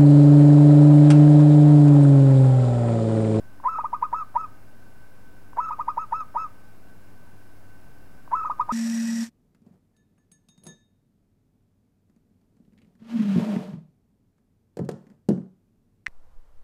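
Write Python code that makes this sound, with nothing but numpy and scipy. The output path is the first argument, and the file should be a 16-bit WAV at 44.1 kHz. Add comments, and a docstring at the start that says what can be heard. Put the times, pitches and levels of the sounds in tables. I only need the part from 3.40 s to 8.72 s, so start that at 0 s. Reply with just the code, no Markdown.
"""Caged zebra dove, three phrases

Three staccato phrases close by, outdoors among rooftops; a long warbled coo opens each.
Each coo: soft puff, upward glide into the inflated throat's resonance, leap, arched or warbled hold.
The voice is a near sine through the throat, plus weak overtones and hiss; short noise echoes surround it.
Behind: mains hum and the thin whine of a distant motor (sines, narrow noise), soft neighbourhood rush (noise)."""
import sys
import numpy as np
from scipy import signal
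from scipy.fft import rfft, irfft
from scipy.io import wavfile
from scipy.ndimage import uniform_filter1d

SR = 44100
rng = np.random.default_rng(int(sys.argv[2]) if len(sys.argv) > 2 else 0)


def output_pcm(signal):
    """Save a mono or channel-first signal as 16-bit PCM at the path in sys.argv[1].

    Samples are clipped to [-1, 1] before scaling.
    """
    pcm = np.clip(np.atleast_2d(signal).T, -1, 1) * 32767
    wavfile.write(sys.argv[1], SR, np.round(pcm).astype(np.int16))


N = 234682
TIME_S = np.arange(N) / SR

# plain coos: pitch leap t/s, rise before it t/s, hold after it t/s, nominal leap pitch f/Hz, drive level/dB
PLAIN_COOS = [(0.3941, 0.009, .034, 998, -13), (0.4501, 0.011, 0.026, 1023, -13.5),
              (.5405, .013, 0.03, 1030, -11.5), (.634, 0.014, 0.037, 1032, -11.5),
              (0.741, .017, 0.096, 998, -11.5), (0.9724, 0.024, 0.091, 986, -13),
              (2.3128, 0.01, 0.037, 1015, -12), (2.4013, 0.012, .028, 1033, -10.5),
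              (2.4885, 0.013, .037, 998, -13), (2.5845, 0.015, 0.07, 979, -12.5),
              (2.735, .018, .102, 955, -12.5), (2.9699, 0.022, .102, 959, -11.5),
              (5.0525, .006, 0.038, 1091, -10.5), (5.1031, 0.006, 0.029, 1008, -9.5),
              (5.2043, 0.012, .031, 1052, -9.5), (5.3006, .014, .069, 1006, -10.5)]
# warbled coos opening each phrase: same columns
OPENING_COOS = [(0.2804, 0.042, 0.11, 1040, -11), (2.1999, 0.03, .104, 1003, -12.5),
                (4.948, .033, .101, 1040, -10)]
# windpipe resonances: f/Hz, width/Hz, relative level/dB
WINDPIPE_MODES = [(2624, 240, -43), (3620, 230, -59.5), (5256, 480, -53.5), (6420, 320, -57),
                  (8050, 400, -62)]
# how squarely the beak faces the listener: t/s, overtone level/dB
BEAK_FACING = [(.3, -1.5), (1.0, 1), (2.25, 0.5), (2.8, 2.5), (4.95, -2.5), (5.3, 1)]
# air hiss spectrum in the voice: f/Hz, relative level/dB per Hz
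HISS_SPECTRUM = [(200, -2.5), (570, 0), (1000, -16.5), (1800, -0.5), (2600, -18.5), (3500, -33),
                 (7000, -25.5), (15000, -48)]
# hum and motor lines: f/Hz, nominal rms level/dB
HUM_LINES = [(100, -59), (290, -68), (386.5, -74.5), (1522, -67), (2162, -82), (2350, -82), (2747, -82),
             (5249, -88.5)]
# noisy motor whine: f/Hz, width/Hz, rms level/dB
WHINE_BANDS = [(1535, 56, -65.5), (2790, 110, -82.5), (4960, 610, -80), (10050, 320, -82)]
# far surroundings: f/Hz, relative level/dB per Hz
AMBIENCE_SPECTRUM = [(12, 5.5), (25, -4), (48, 2.5), (70, -4), (130, -3.5), (230, -3), (400, -11.5),
                     (650, -11), (1100, -15.5), (1600, -22), (2200, -24.5), (3300, -30.5), (7000, -33),
                     (15500, -31.5)]

THROAT_HZ, THROAT_WIDTH_HZ = 966, 117
# rise: scoops up from below, ever more slowly, and swells
SCOOP_HZ, SCOOP_EASE, OVERSHOOT_HZ, ONSET_DB = 400.5, 2.9, 32.75, -15.5
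# hold: softer than the rise once its first push of air has ebbed
HOLD_DB, PUSH_DB, PUSH_S = -3.5, 8, 0.013
# brief break at the leap between registers
BREAK_DB, BREAK_S = -14.5, 0.0027
# plain hold: one arch; longer holds come nearer the ceiling; crest is a share of the hold
CEILING_HZ, SHORTFALL_HZ, REACH_S = 1318, 229.3, 0.026
ARCH_CREST, ARCH_BEND_HZ, FADE_S = 0.45, 537.5, 0.017
# warbled hold: ever deeper dips, the last at the end
WARBLE_DIPS = 3
WARBLE_TOP_HZ, WARBLE_DEPTH_HZ, WARBLE_SAG_HZ = 1342, 150.1, 33.98
SETTLE_HZ, SETTLE_S, WARBLE_SWELL_DB, WARBLE_FADE_S = 176.4, 0.008, 2.5, 0.0069
# puffs, timed from the start of a rise; openers add an early one and a stutter
PUFF_LEAD_S, PUFF_DB = 0.0054, -35
EARLY_LEAD_S, EARLY_DB = 0.038, -34
STUTTER_S, STUTTER_DB = 0.0045, -25.5

YARD_T60_S = 0.47
AMBIENCE_DB = -53
CUTOFF_HZ = 15800


def dove(jitter=0.0057, shimmer_db=2.0, flutter_db=3.5, hiss_db=-46, rasp_db=-37, rough=0.72,
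         octave_db=-42, slack_octave_db=8, octave_rough=0.54,
         slack_hz=1150, slack_span_hz=330, chest_hz=640, chest_width_hz=200, chest_db=-13):
    """A near sine booms as it meets the throat resonance; weak overtones and hiss pass around it."""
    pitch_hz, strength = syrinx()
    phase = 2 * np.pi * np.cumsum(pitch_hz * (1 + jitter * drift(110))) / SR
    strength = strength * from_db(shimmer_db * drift(110))

    # slack membranes flap unevenly, which thumps in the chest
    slack = np.clip((slack_hz - pitch_hz) / slack_span_hz, 0, 1)
    flapping = slack ** 2 * strength * drift(500) * np.sin(phase)
    tone = throat(strength * np.sin(phase) + rough * flapping)
    chest = resonate(flapping, chest_hz, chest_width_hz)
    thump = from_db(chest_db) * resonate(chest, chest_hz, chest_width_hz)

    # low register: rough octave
    high = uniform_filter1d((pitch_hz > slack_hz) * 1.0, size=130)
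    octave_gain = from_db(octave_db + slack_octave_db * slack) * (1 - high)
    octave = octave_gain * (1 + octave_rough * drift(250)) * np.sin(2 * phase)

    # high register: clean overtones coloured by the windpipe
    harmonics = sum(from_db(flutter_db * drift(35)) * np.sin(k * phase) for k in range(2, 7))
    taut = (pitch_hz / np.max(pitch_hz)) ** 2
    buzz = taut * high * strength * harmonics
    overtones = sum(from_db(db) * resonate(buzz, hz, width_hz) for hz, width_hz, db in WINDPIPE_MODES)
    overtones = from_db(along(BEAK_FACING, TIME_S)) * overtones

    hiss = (from_db(hiss_db) + from_db(rasp_db) * slack) * coloured_noise(HISS_SPECTRUM)
    return tone + thump + pulses() + overtones + strength * (octave + hiss)


def syrinx():
    """Pitch and strength of the vibrating membranes: each coo rises, breaks, leaps and holds."""
    pitch_hz, strength = np.full(N, float(THROAT_HZ)), np.zeros(N)
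    for coos, hold_shape in ((OPENING_COOS, warble), (PLAIN_COOS, arch)):
        for leap_s, rise_s, hold_s, leap_hz, db in coos:
            span = (TIME_S >= leap_s - rise_s) & (TIME_S < leap_s + hold_s)
            t = TIME_S[span] - leap_s   # negative in the rise
            rise_hz = leap_hz + OVERSHOOT_HZ - SCOOP_HZ * np.exp(-SCOOP_EASE * (1 + t / rise_s))
            swell = from_db(ONSET_DB * (t / rise_s) ** 2)
            hold_hz, hold = hold_shape(np.maximum(t, 0), hold_s)
            hold = hold * from_db(HOLD_DB + PUSH_DB * np.exp(-np.abs(t) / PUSH_S))
            level_db = db + BREAK_DB * np.exp(-(t / BREAK_S) ** 2)
            pitch_hz[span] = np.where(t < 0, rise_hz, hold_hz)
            strength[span] = np.where(t < 0, swell, hold) * from_db(level_db)
    return uniform_filter1d([pitch_hz, strength], size=30)   # the membranes cannot change at once


def arch(t, hold_s):
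    """Pitch and strength of a plain hold: a parabola of pitch, then a fade."""
    top_hz = CEILING_HZ - SHORTFALL_HZ * np.exp(-hold_s / REACH_S)
    hz = top_hz - ARCH_BEND_HZ * (t / hold_s - ARCH_CREST) ** 2
    return hz, np.clip((hold_s - t) / FADE_S, 0, 1)


def warble(t, hold_s):
    """Pitch and strength of an opener's hold: both dip together."""
    share = t / hold_s
    dip = share * (1 - np.abs(np.sin(np.pi * WARBLE_DIPS * share)))
    settling_hz = SETTLE_HZ * np.exp(-t / SETTLE_S)
    hz = WARBLE_TOP_HZ - settling_hz - WARBLE_SAG_HZ * share - WARBLE_DEPTH_HZ * dip
    fade = np.clip((hold_s - t) / WARBLE_FADE_S, 0, 1)
    return hz, from_db(WARBLE_SWELL_DB * (share - 2 * dip)) * fade


def throat(x, dip_hz=1110, dip_width_hz=40):
    """The inflated throat has one strong resonance with a narrow dip above it."""
    boom = resonate(x, THROAT_HZ, THROAT_WIDTH_HZ)
    return boom - resonate(boom, dip_hz, dip_width_hz)


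def pulses(ring_hz=980, width_hz=150, count=2):
    """Lone soft puffs around the start of a rise set the throat ringing."""
    puffs = np.zeros(N)
    for leap_s, rise_s, *_ in [*OPENING_COOS, *PLAIN_COOS]:
        puffs[round((leap_s - rise_s - PUFF_LEAD_S) * SR)] = from_db(PUFF_DB)
    for leap_s, rise_s, *_ in OPENING_COOS:
        start_s = leap_s - rise_s
        puffs[round((start_s - EARLY_LEAD_S) * SR)] = from_db(EARLY_DB)
        for k in range(count):
            puffs[round((start_s + k * STUTTER_S) * SR)] = from_db(STUTTER_DB)
    soft = signal.sosfilt(signal.butter(4, 1450, fs=SR, output="sos"), puffs)
    return resonate(soft, ring_hz, width_hz) * SR / (2 * np.pi * width_hz)   # undo the narrow-band loss


def yard(x, first_echo_s=0.0052, near_db=-24, near_t60_s=0.066,
         ring_hz=1230, ring_width_hz=90, ring_db=-21, far_db=-25):
    """Quick echoes off the cage roof, a lingering ring of the nook around it, a faint tail from the houses."""
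    t = TIME_S[:SR]
    t60_s = np.array([[near_t60_s], [YARD_T60_S], [YARD_T60_S]])
    echoes = rng.standard_normal((3, SR)) * (t > first_echo_s) * from_db(-60 * t / t60_s)
    near, nook, far = echoes / np.linalg.norm(echoes, axis=1, keepdims=True)   # unit energy
    ring = resonate(nook, ring_hz, ring_width_hz)
    response = from_db(near_db) * near + from_db(ring_db) * ring + from_db(far_db) * far
    return signal.fftconvolve(x, response)[:N]


def machinery(wander_hz=0.86, waver_db=1.2):
    """Hum and motor lines that waver a little in level and pitch, and a narrow noisy whine."""
    out = np.zeros(N)
    for hz, db in HUM_LINES:
        gain = from_db(db + waver_db * drift(7.3)) * np.sqrt(2)   # rms to peak
        phase = 2 * np.pi * np.cumsum(hz + wander_hz * drift(3.94)) / SR
        out += gain * np.sin(phase)
    for hz, width_hz, db in WHINE_BANDS:
        out += from_db(db) * rms_one(resonate(rng.standard_normal(N), hz, width_hz))
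    return out


def neighbourhood():
    """Soft steady rush: noise weighted towards the bass."""
    return from_db(AMBIENCE_DB) * coloured_noise(AMBIENCE_SPECTRUM)


def from_db(db):
    """Decibels to gain."""
    return 10 ** (np.asarray(db) / 20)


def rms_one(x):
    """Scale to rms 1."""
    return x / np.sqrt(np.mean(x ** 2) + 1e-20)


def along(rows, at):
    """Read a two-column table by straight lines."""
    return np.interp(at, *np.transpose(rows))


def coloured_noise(spectrum):
    """Noise of rms 1 with the given spectrum, interpolated over log frequency."""
    hz, db = np.transpose(spectrum)
    bins_hz = np.maximum(np.arange(N // 2 + 1) * SR / N, 1)
    gain = from_db(np.interp(np.log(bins_hz), np.log(hz), db))
    return rms_one(irfft(rfft(rng.standard_normal(N)) * gain, N))


def drift(rate_hz):
    """Smooth random signal of rms 1: noise rolled off above the rate."""
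    bins_hz = np.arange(N // 2 + 1) * SR / N
    return rms_one(irfft(rfft(rng.standard_normal(N)) / (1 + (bins_hz / rate_hz) ** 2), N))


def resonate(x, hz, width_hz):
    """One two-pole resonance with about unit gain at its peak."""
    r = np.exp(-np.pi * width_hz / SR)
    zeros = np.array([1, 0, -1]) * (1 - r * r) / 2
    poles = [1, -2 * r * np.cos(2 * np.pi * hz / SR), r * r]
    return signal.lfilter(zeros, poles, x + 1e-18)


def scene():
    """The dove and its echoes over the background."""
    bird = dove()
    return (bird + yard(bird) + machinery() + neighbourhood())[None]


def record(dry):
    """The converter cuts the top and adds a small constant offset."""
    offset = -0.0119
    low_pass = signal.ellip(10, 0.1, 70, CUTOFF_HZ, fs=SR, output="sos")
    return signal.sosfilt(low_pass, dry) + offset


dry = scene()
out = record(dry)
output_pcm(out)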